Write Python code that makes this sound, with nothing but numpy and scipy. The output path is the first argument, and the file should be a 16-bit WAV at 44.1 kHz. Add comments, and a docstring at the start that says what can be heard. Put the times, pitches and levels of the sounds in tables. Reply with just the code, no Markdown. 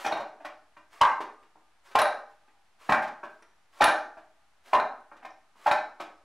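"""A small carpeted room, where a wooden training dummy is struck a couple of metres from the microphone.
Blows and rebounds ring clusters of dying sines for trunk, arms, sockets and base, under noise slaps and brushes;
a peg, strap buckles and a small fitting rattle along, and the trunk and a radiator ring on.
Shaped cloth noise gives the sleeves, random taps the room; a thin whistle and a hush lie behind.
The loudest peaks overload the microphone."""
import sys
import numpy as np
from scipy import signal
from scipy.fft import rfft, irfft, next_fast_len
from scipy.io import wavfile
from scipy.ndimage import uniform_filter1d

SR = 44100
rng = np.random.default_rng(int(sys.argv[2]) if len(sys.argv) > 2 else 0)


def bounce(signal):
    """Save signal as a 16-bit WAV file at the path given by the first command-line argument."""
    frames = np.transpose(np.atleast_2d(signal))
    limited = np.clip(frames, -1, 1)
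    pcm = np.round(limited * 32767).astype(np.int16)
    wavfile.write(sys.argv[1], SR, pcm)


N = 275267

# Blows and rebounds, levels before the mix:
# (time [s], trunk [dB], arm [dB], socket [dB], slap [dB], contact [ms])
KNOCKS = [(0.047, -25.5, -47.5, -25.5, -23, 5.2), (0.063, -17, -42.5, -37, -22, 4.7),
          (0.112, -21.5, -42.5, -40, -34, 5.3), (0.123, -20.5, -26, -26.5, -33, 6.7),
          (0.169, -29, -29, -41.5, -33, 3.9), (0.196, -25.5, -35, -38.5, -37.5, 7.3),
          (0.261, -38, -52.5, -65, -54, 8), (0.403, -39.5, -51.5, -49, -53.5, 12),
          (0.448, -30.5, -41, -36, -31, 5.3), (0.767, -51.5, -46, -46.5, -48.5, 4.9),
          (1.014, -16, -2, -22, -10, 1.8), (1.034, -34.5, -27, -15.5, -29.5, 2),
          (1.06, -25.5, -24.5, -34.5, -46.5, 2.8), (1.116, -65, -22, -42, -40.5, 3),
          (1.203, -30, -30.5, -36.5, -32, 7), (1.425, -68.5, -57.5, -81, -52.5, 5.5),
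          (1.556, -48.5, -58.5, -65, -67, 6.3), (1.912, -53.5, -56, -61, -44, 4.9),
          (1.954, -7, -12, -38.5, -9.5, 1.8), (1.986, -13.5, -28, -20, -12, 4.3),
          (2.017, -11, -16.5, -28, -25.5, 5.6), (2.055, -23, -27.5, -20, -40.5, 4),
          (2.48, -56, -62, -61, -59.5, 7), (2.892, -16, -15, -20, -23.5, 7.4),
          (2.922, -8.5, -16, -12, -20, 3.8), (2.944, -27, -25.5, -21.5, -26.5, 3),
          (3.021, -25, -32.5, -37, -32, 8), (3.074, -64, -42.5, -56, -35.5, 4),
          (3.232, -32.5, -34.5, -34.5, -43, 8.4), (3.422, -73, -67, -49.5, -47.5, 4),
          (3.808, -4, -21.5, -25.5, -16.5, 6.7), (3.82, -18, -8, -9, -12.5, 3.6),
          (3.84, -19, -43.5, -21.5, -6, 1.7), (3.88, -10, -53, -15, -19, 4.1),
          (4.17, -38.5, -46, -48, -50.5, 8), (4.733, -10.5, -11.5, -26, -20.5, 2.9),
          (4.749, -50, -13, -21, -24, 3.5), (4.799, -16, -23.5, -22, -33, 2.3),
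          (5.115, -41, -42.5, -45, -57, 9.5), (5.165, -61, -75, -58, -47.5, 5),
          (5.224, -43, -49.5, -48.5, -51, 13), (5.249, -33, -38.5, -39, -38, 4.2),
          (5.556, -63, -56, -74, -64, 6), (5.663, -9.5, -18.5, -26, -23, 4.6),
          (5.676, -11, -25, -25, -26.5, 5.5), (5.712, -12.5, -19, -16, -20, 5.3),
          (6, -30, -31.5, -39, -31, 6.7)]
# Wooden modes of the trunk, the arms, the arm-to-trunk sockets and the base:
# (frequency [Hz], relative level [dB], t60 [s])
TRUNK_MODES = [(443, -31, 0.16), (607.3, -16.5, 0.01), (621.6, 2, 0.044), (720, -18, 0.072),
               (809, -1.5, 0.047), (809, 18, 0.019)]
ARM_MODES = [(982, 5.5, 0.02), (1038, 0, 0.019), (1108, -5.5, 0.028), (1251, 5, 0.019), (1297, -0.5, 0.018),
             (2076, -11, .03), (2740, -15, 0.029)]
SOCKET_MODES = [(1370.4, -11, 0.037), (1555, 6.5, 0.019), (1831, -8.5, 0.041), (2077, -10.5, 0.017),
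                (2402, -7.5, .03), (2650, -31, 0.011), (2910, -20, .02)]
BASE_MODES = [(60, -28, 0.058), (137, -13.5, 0.037), (243, -2.5, 0.026), (312.6, -12.5, 0.087),
              (417, 6.5, 0.018)]
# Tone of the slapping skin, and of skin sliding onto wood: (frequency [Hz], relative level [dB])
SLAP_TONE = [(300, -7.5), (1000, 8.5), (2500, 3), (5000, -7.5), (9000, -17), (15000, -27)]
BRUSH_TONE = [(400, -5.5), (1200, -3.5), (3000, -7), (8000, -24.5)]
# The trunk's long after-ring: (frequency [Hz], level [dB], t60 [s])
TRUNK_AFTER_RING = [(770, -33, .9), (808, -30.5, 1.01), (836, -32.5, .9)]
# A radiator ringing along with the arm: (level [dB], t60 [s])
RADIATOR = (-35, 1.3)
# Extra low thud of the base at some knocks, light and heavy: (time [s], level [dB])
BASE_THUDS = [(0.048, -38), (0.124, -32.5), (0.197, -38.5), (1.203, -35), (1.953, -32), (2.892, -19.5),
              (2.944, -33), (3.232, -43.5), (3.808, -27), (3.82, -27), (3.88, -35), (4.749, -26),
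              (5.711, -34.5), (5.999, -41.5)]
# Peg and buckles rattling along with some of the knocks: (time [s], peg [dB], buckles [dB])
RATTLES = [(0.122, -30.5, -56), (1.016, -32, -43.5), (1.953, -39, -40), (1.988, -26.5, -32),
           (2.016, -25, -27), (2.056, -36, -45), (2.891, -45, -54), (2.922, -37, -46), (3.021, -54.5, -57),
           (3.421, -87, -62.5), (3.808, -24.5, -61.5), (3.821, -40, -38.5), (3.84, -21.5, -19.5),
           (3.879, -33, -54), (4.749, -34.5, -48.5), (4.798, -35.5, -54.5), (5.712, -25.5, -44),
           (5.998, -47, -81)]
# The small fitting ticking: (time [s], level [dB])
TICKS = [(0.063, -35), (3.232, -65), (3.425, -57), (5.252, -63), (5.305, -59)]
# Modes of the arm's locking peg, the pad-strap buckles and the small loose fitting:
# (frequency [Hz], relative level [dB], t60 [s])
PEG_MODES = [(3850, 0, .03), (3980, -3, .03), (4350, -7, .025)]
BUCKLE_MODES = [(5600, -13, .012), (6100, -13, .012), (9600, -2, .015), (10000, 0, .015),
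                (11200, -10, .015)]
FITTING_MODES = [(5300, -3, .02), (5650, 0, .02), (6000, -4, .02)]
# Sleeves swinging: (start [s], end [s], level at the end [dB], swell over the swing [dB])
SLEEVES = [(-0.04, 0.06, -34.5, -1), (0.66, 0.755, -65.5, 9.5), (0.9, 1.005, -49.5, -5),
           (1.83, 1.938, -50.5, -4), (2.27, 2.46, -77, -17.5), (2.78, 2.92, -44.5, 2.5),
           (3.27, 3.415, -66, -8), (3.7, 3.797, -43, 10.5), (4.63, 4.733, -45.5, -0.5),
           (5.54, 5.67, -41, 12.5)]
# Tone of the cloth: (frequency [Hz], relative level [dB])
CLOTH_TONE = [(59, -42), (100, -25.5), (241, -16), (391, -7), (1110, 1), (1660, -2.5), (2320, -6),
              (9660, -18), (15000, -26.5)]
# Decay of the room per band: (frequency [Hz], t60 [s])
ROOM_DECAY = [(100, 0.36), (300, 0.58), (800, 0.39), (1500, 0.47), (3000, 0.33), (6000, 0.46),
              (12000, 0.24)]
# Carpet and furniture dulling the echoes: (frequency [Hz], gain [dB])
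WALL_TONE = [(200, -2.5), (1000, -1), (3000, -4.5), (7000, -8.5), (14000, -9)]
# Thin faint whistles, as of a bird outside, one list each: (time [s], frequency [Hz], level [dB])
WHISTLES = [
    [(1.27, 9800, -80), (1.36, 9100, -81), (1.47, 7500, -87)],
    [(4.95, 9500, -94), (5.02, 9160, -81), (5.14, 8800, -95)],
]
# Tone of the background hush: (frequency [Hz], relative level [dB])
HUSH_TONE = [(24, -38.5), (40, -7.5), (54, -8), (136, -16.5), (522, -18), (797, -8), (1190, -13),
             (1280, -11.5), (10900, -31.5), (13700, -43), (15500, -57)]
# Microphone colour: (frequency [Hz], gain [dB])
MIC_TONE = [(40, -10.5), (150, -9.5), (300, -1.5), (600, -3)]
# Colour of the difference between the two microphone ports: (frequency [Hz], gain [dB])
WIDTH_TONE = [(60, -20), (150, -23), (380, -42.5), (950, -22), (2380, -12), (5980, -12.5), (15000, 1.5)]

THUD_DB, THUD_SLOPE = -35.5, 0.47  # the base thuds more as the knock grows, but far less than in step
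WOOD_SPREAD, LOOSE_SPREAD = .022, .028  # relative width of a mode cluster
BLUR_PER_MS, BLUR_FROM_MS = .01, 4.5  # a long contact smears the modes
SLAP_STRETCH = 1.445  # the slap peaks this many contact times after the touch
BRUSH_DB, BRUSH_DB_PER_MS = -16.5, -0.55  # a long contact lands with less of a brush
RADIATOR_HZ = 1208
BASE_THUD_MS, RATTLE_MS = 2.6, 2.8  # rise times
SWING_RISE_S, SWING_FROM_DB = 0.031, -19.5  # each swing starts this far below the end of its rise
SWING_ON_S = 0.0088  # the cloth moves on into the blow
HUSH_DB = -70
EDGE_HZ = 15750  # upper band limit


def gain_of(db):
    """Turns decibels into amplitude."""
    return 10 ** (np.asarray(db) / 20)


def evened(x):
    """Scales a sound to rms 1."""
    return x / np.sqrt(np.mean(x ** 2) + 1e-20)


def read(points, hz):
    """Reads a (frequency, value) table on a log-frequency axis."""
    f, value = np.transpose(points)
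    return np.interp(np.log(hz + 1), np.log(f + 1), value)


def add(mix, s, sound):
    """Mixes a sound in at s seconds."""
    part = mix[round(s * SR):][:len(sound)]
    part += sound[:len(part)]


def coloured(x, points):
    """Filters x by a (frequency, dB) table."""
    size = next_fast_len(len(x))
    gain = gain_of(read(points, np.fft.rfftfreq(size, 1 / SR)))
    return irfft(rfft(x, size) * gain, size)[:len(x)]


def chances(*shape):
    """Draws level, detune and phase for up to seven modes of four sines each."""
    return rng.standard_normal((*shape, 3, 7, 4))


def ring(modes, chance, rise_ms, spread):
    """Each mode is a close cluster of dying sines, with levels, detuning and phases random for each ring."""
    hz, db, t60 = np.transpose(modes)[:, :, None, None]
    loud, detune, phase = chance[:, :len(modes), :, None]
    t = np.arange(3500) / SR
    scatter_db = 1.5
    waves = np.sin(2 * np.pi * (hz * (1 + spread * detune) * t + phase))
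    decay = gain_of(db + scatter_db * loud - 60 * t / t60)
    rings = (decay * waves).sum((0, 1))
    rings = rings * (1 - np.exp(-(t * 1000 / rise_ms) ** 2))  # a soft contact swells in
    return rings / np.sqrt(np.mean(rings[:900] ** 2))  # the first 20 ms set the level


def wood_knocks():
    """Each contact swells the modes of trunk, arm, socket and base; longer contacts rise slower."""
    out = np.zeros(N)
    parts = (TRUNK_MODES, ARM_MODES, SOCKET_MODES, BASE_MODES)
    for (s, trunk_db, arm_db, socket_db, _, ms), chance in zip(KNOCKS, chances(len(KNOCKS), 4)):
        thud_db = THUD_DB + THUD_SLOPE * max(trunk_db, arm_db, socket_db)
        spread = WOOD_SPREAD + BLUR_PER_MS * max(ms - BLUR_FROM_MS, 0)
        for db, modes, c in zip((trunk_db, arm_db, socket_db, thud_db), parts, chance):
            add(out, s - .002, gain_of(db) * ring(modes, c, ms, spread))
    return out


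def skin():
    """A burst of noise slaps at each contact, after a short brush of skin on wood just before it."""
    out = np.zeros(N)
    for s, trunk_db, arm_db, _, slap_db, ms in KNOCKS:
        noise = evened(coloured(rng.standard_normal(2500), SLAP_TONE))
        u = np.arange(2500) / SR * 1000 / (SLAP_STRETCH * ms)
        add(out, s, gain_of(slap_db) * noise * u * np.exp(1 - u))
        brush = np.hanning(300) * evened(coloured(noise[-300:], BRUSH_TONE))
        brush_db = max(trunk_db, arm_db) + BRUSH_DB + BRUSH_DB_PER_MS * ms
        add(out, s - .006, gain_of(brush_db) * brush)
    return out


def after_rings():
    """Trunk blows set off long hollow sines, and arm blows a radiator sine; both swell in and die."""
    arms, trunks = np.zeros((2, N))
    for s, trunk_db, arm_db, *_ in KNOCKS:
        add(arms, s, gain_of([arm_db]))
        add(trunks, s, gain_of([trunk_db]))
    t = np.arange(SR) / SR

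    def dying_sine(hz, db, t60):
        """A sine losing 60 dB in t60 seconds."""
        return gain_of(db - 60 * t / t60) * np.sin(2 * np.pi * hz * t)

    radiator = dying_sine(RADIATOR_HZ, *RADIATOR) * (1 - np.exp(-t / .02))
    hollow = sum(dying_sine(*row) for row in TRUNK_AFTER_RING) * (1 - np.exp(-t / .03))
    return (signal.fftconvolve(arms, radiator) + signal.fftconvolve(trunks, hollow))[:N]


def struck(rows, modes, rise_ms, spread):
    """Rings one part alone at each (time, dB) row."""
    out = np.zeros(N)
    for (s, db), c in zip(rows, chances(len(rows))):
        add(out, s, gain_of(db) * ring(modes, c, rise_ms, spread))
    return out


def base_thuds():
    """The base modes ring once more, as an extra low thud at some knocks."""
    return struck(BASE_THUDS, BASE_MODES, BASE_THUD_MS, WOOD_SPREAD)


def rattles():
    """The peg and the buckles ring their own modes along with some of the knocks."""
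    pegs = [(s, peg_db) for s, peg_db, _ in RATTLES]
    buckles = [(s, buckles_db) for s, _, buckles_db in RATTLES]
    return (struck(pegs, PEG_MODES, RATTLE_MS, LOOSE_SPREAD)
            + struck(buckles, BUCKLE_MODES, RATTLE_MS, LOOSE_SPREAD))


def fitting_ticks():
    """The small loose fitting rings its high modes at each tick."""
    return struck(TICKS, FITTING_MODES, RATTLE_MS, LOOSE_SPREAD)


def sleeves():
    """Cloth noise, slightly grainy: each swing rises quickly, swells or sinks, and stops."""
    grain = gain_of(1.2 * evened(uniform_filter1d(rng.standard_normal(N), 150)))
    cloth = evened(coloured(rng.standard_normal(N) * grain, CLOTH_TONE))
    level, t = np.zeros(N), np.arange(N) / SR
    for start, end, db, swell_db in SLEEVES:
        corners = [start, start + SWING_RISE_S, end]
        shape_db = np.interp(t, corners, [SWING_FROM_DB - swell_db, -swell_db, 0])
        fade = np.clip(1 - (t - end) / SWING_ON_S, 0, 1)
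        level += gain_of(db + shape_db) * (t > start) * fade
    return cloth * level


def room(x):
    """Three tails of sparse random taps take turns, each band dying at its own speed."""
    taps = np.zeros((3, SR))
    slots = np.arange(150, SR - 20, 20)  # one tap in every 20 samples
    at = slots + rng.integers(0, 20, (3, len(slots)))
    np.put_along_axis(taps, at, rng.choice([-1., 1.], at.shape), 1)
    hz, t, z = signal.stft(taps, SR, nperseg=256)
    decay = gain_of(-60 * t / read(ROOM_DECAY, hz)[:, None])
    tails = signal.istft(z * decay, SR, nperseg=256)[1]
    # the three weights keep a constant total power
    phase = 7.3 * np.arange(N) / SR + np.arange(3)[:, None] / 3
    turns = np.cos(np.pi * phase) * np.sqrt(2 / 3)
    return signal.fftconvolve(x * turns, tails / np.linalg.norm(tails[0]), axes=1)[:, :N].sum(0)


def whistle():
    """A near-sine glides in pitch while its level wavers at random."""
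    out = np.zeros(N)
    for rows in WHISTLES:
        s, hz, db = np.transpose(rows)
        t = np.arange(s[0], s[-1], 1 / SR)
        waver = .5 + 0.78 * evened(uniform_filter1d(rng.standard_normal(len(t)), 300))
        tone = np.sin(2 * np.pi * np.cumsum(np.interp(t, s, hz)) / SR)
        add(out, s[0], waver * gain_of(np.interp(t, s, db)) * tone)
    return out


def hush(db):
    """Steady coloured noise lies under everything."""
    return gain_of(db) * evened(coloured(rng.standard_normal(N), HUSH_TONE))


def scene():
    """Mixes near sounds, room and background as mid and side, then spreads them to two channels."""
    near = wood_knocks() + skin() + after_rings() + base_thuds() + rattles() + fitting_ticks() + sleeves()
    echoes = coloured(room(near), WALL_TONE)
    mid = coloured(gain_of(-9.0) * near + gain_of(-6.5) * echoes, MIC_TONE)
    mid = mid + hush(HUSH_DB) + whistle()
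    # close ports differ in phase, mostly in the treble
    phase_shifted = signal.hilbert(near, next_fast_len(N))[:N].imag
    side = gain_of(-22.5) * room(near) + gain_of(-20.5) * phase_shifted + hush(HUSH_DB + 8.0)
    side = coloured(side, WIDTH_TONE)
    return np.array([mid + side, mid - side])


def record(dry):
    """The input stage flattens peaks with a firm knee and sits a little off zero; then the band limit."""
    ceiling, knee, offset = .24, 4.0, -.0006
    clipped = dry / (1 + abs(dry / ceiling) ** knee) ** (1 / knee) + offset
    low_pass = signal.firwin(511, EDGE_HZ, window=("kaiser", 9), fs=SR)
    return signal.oaconvolve(clipped, low_pass[None], "same")


dry = scene()
out = record(dry)
bounce(out)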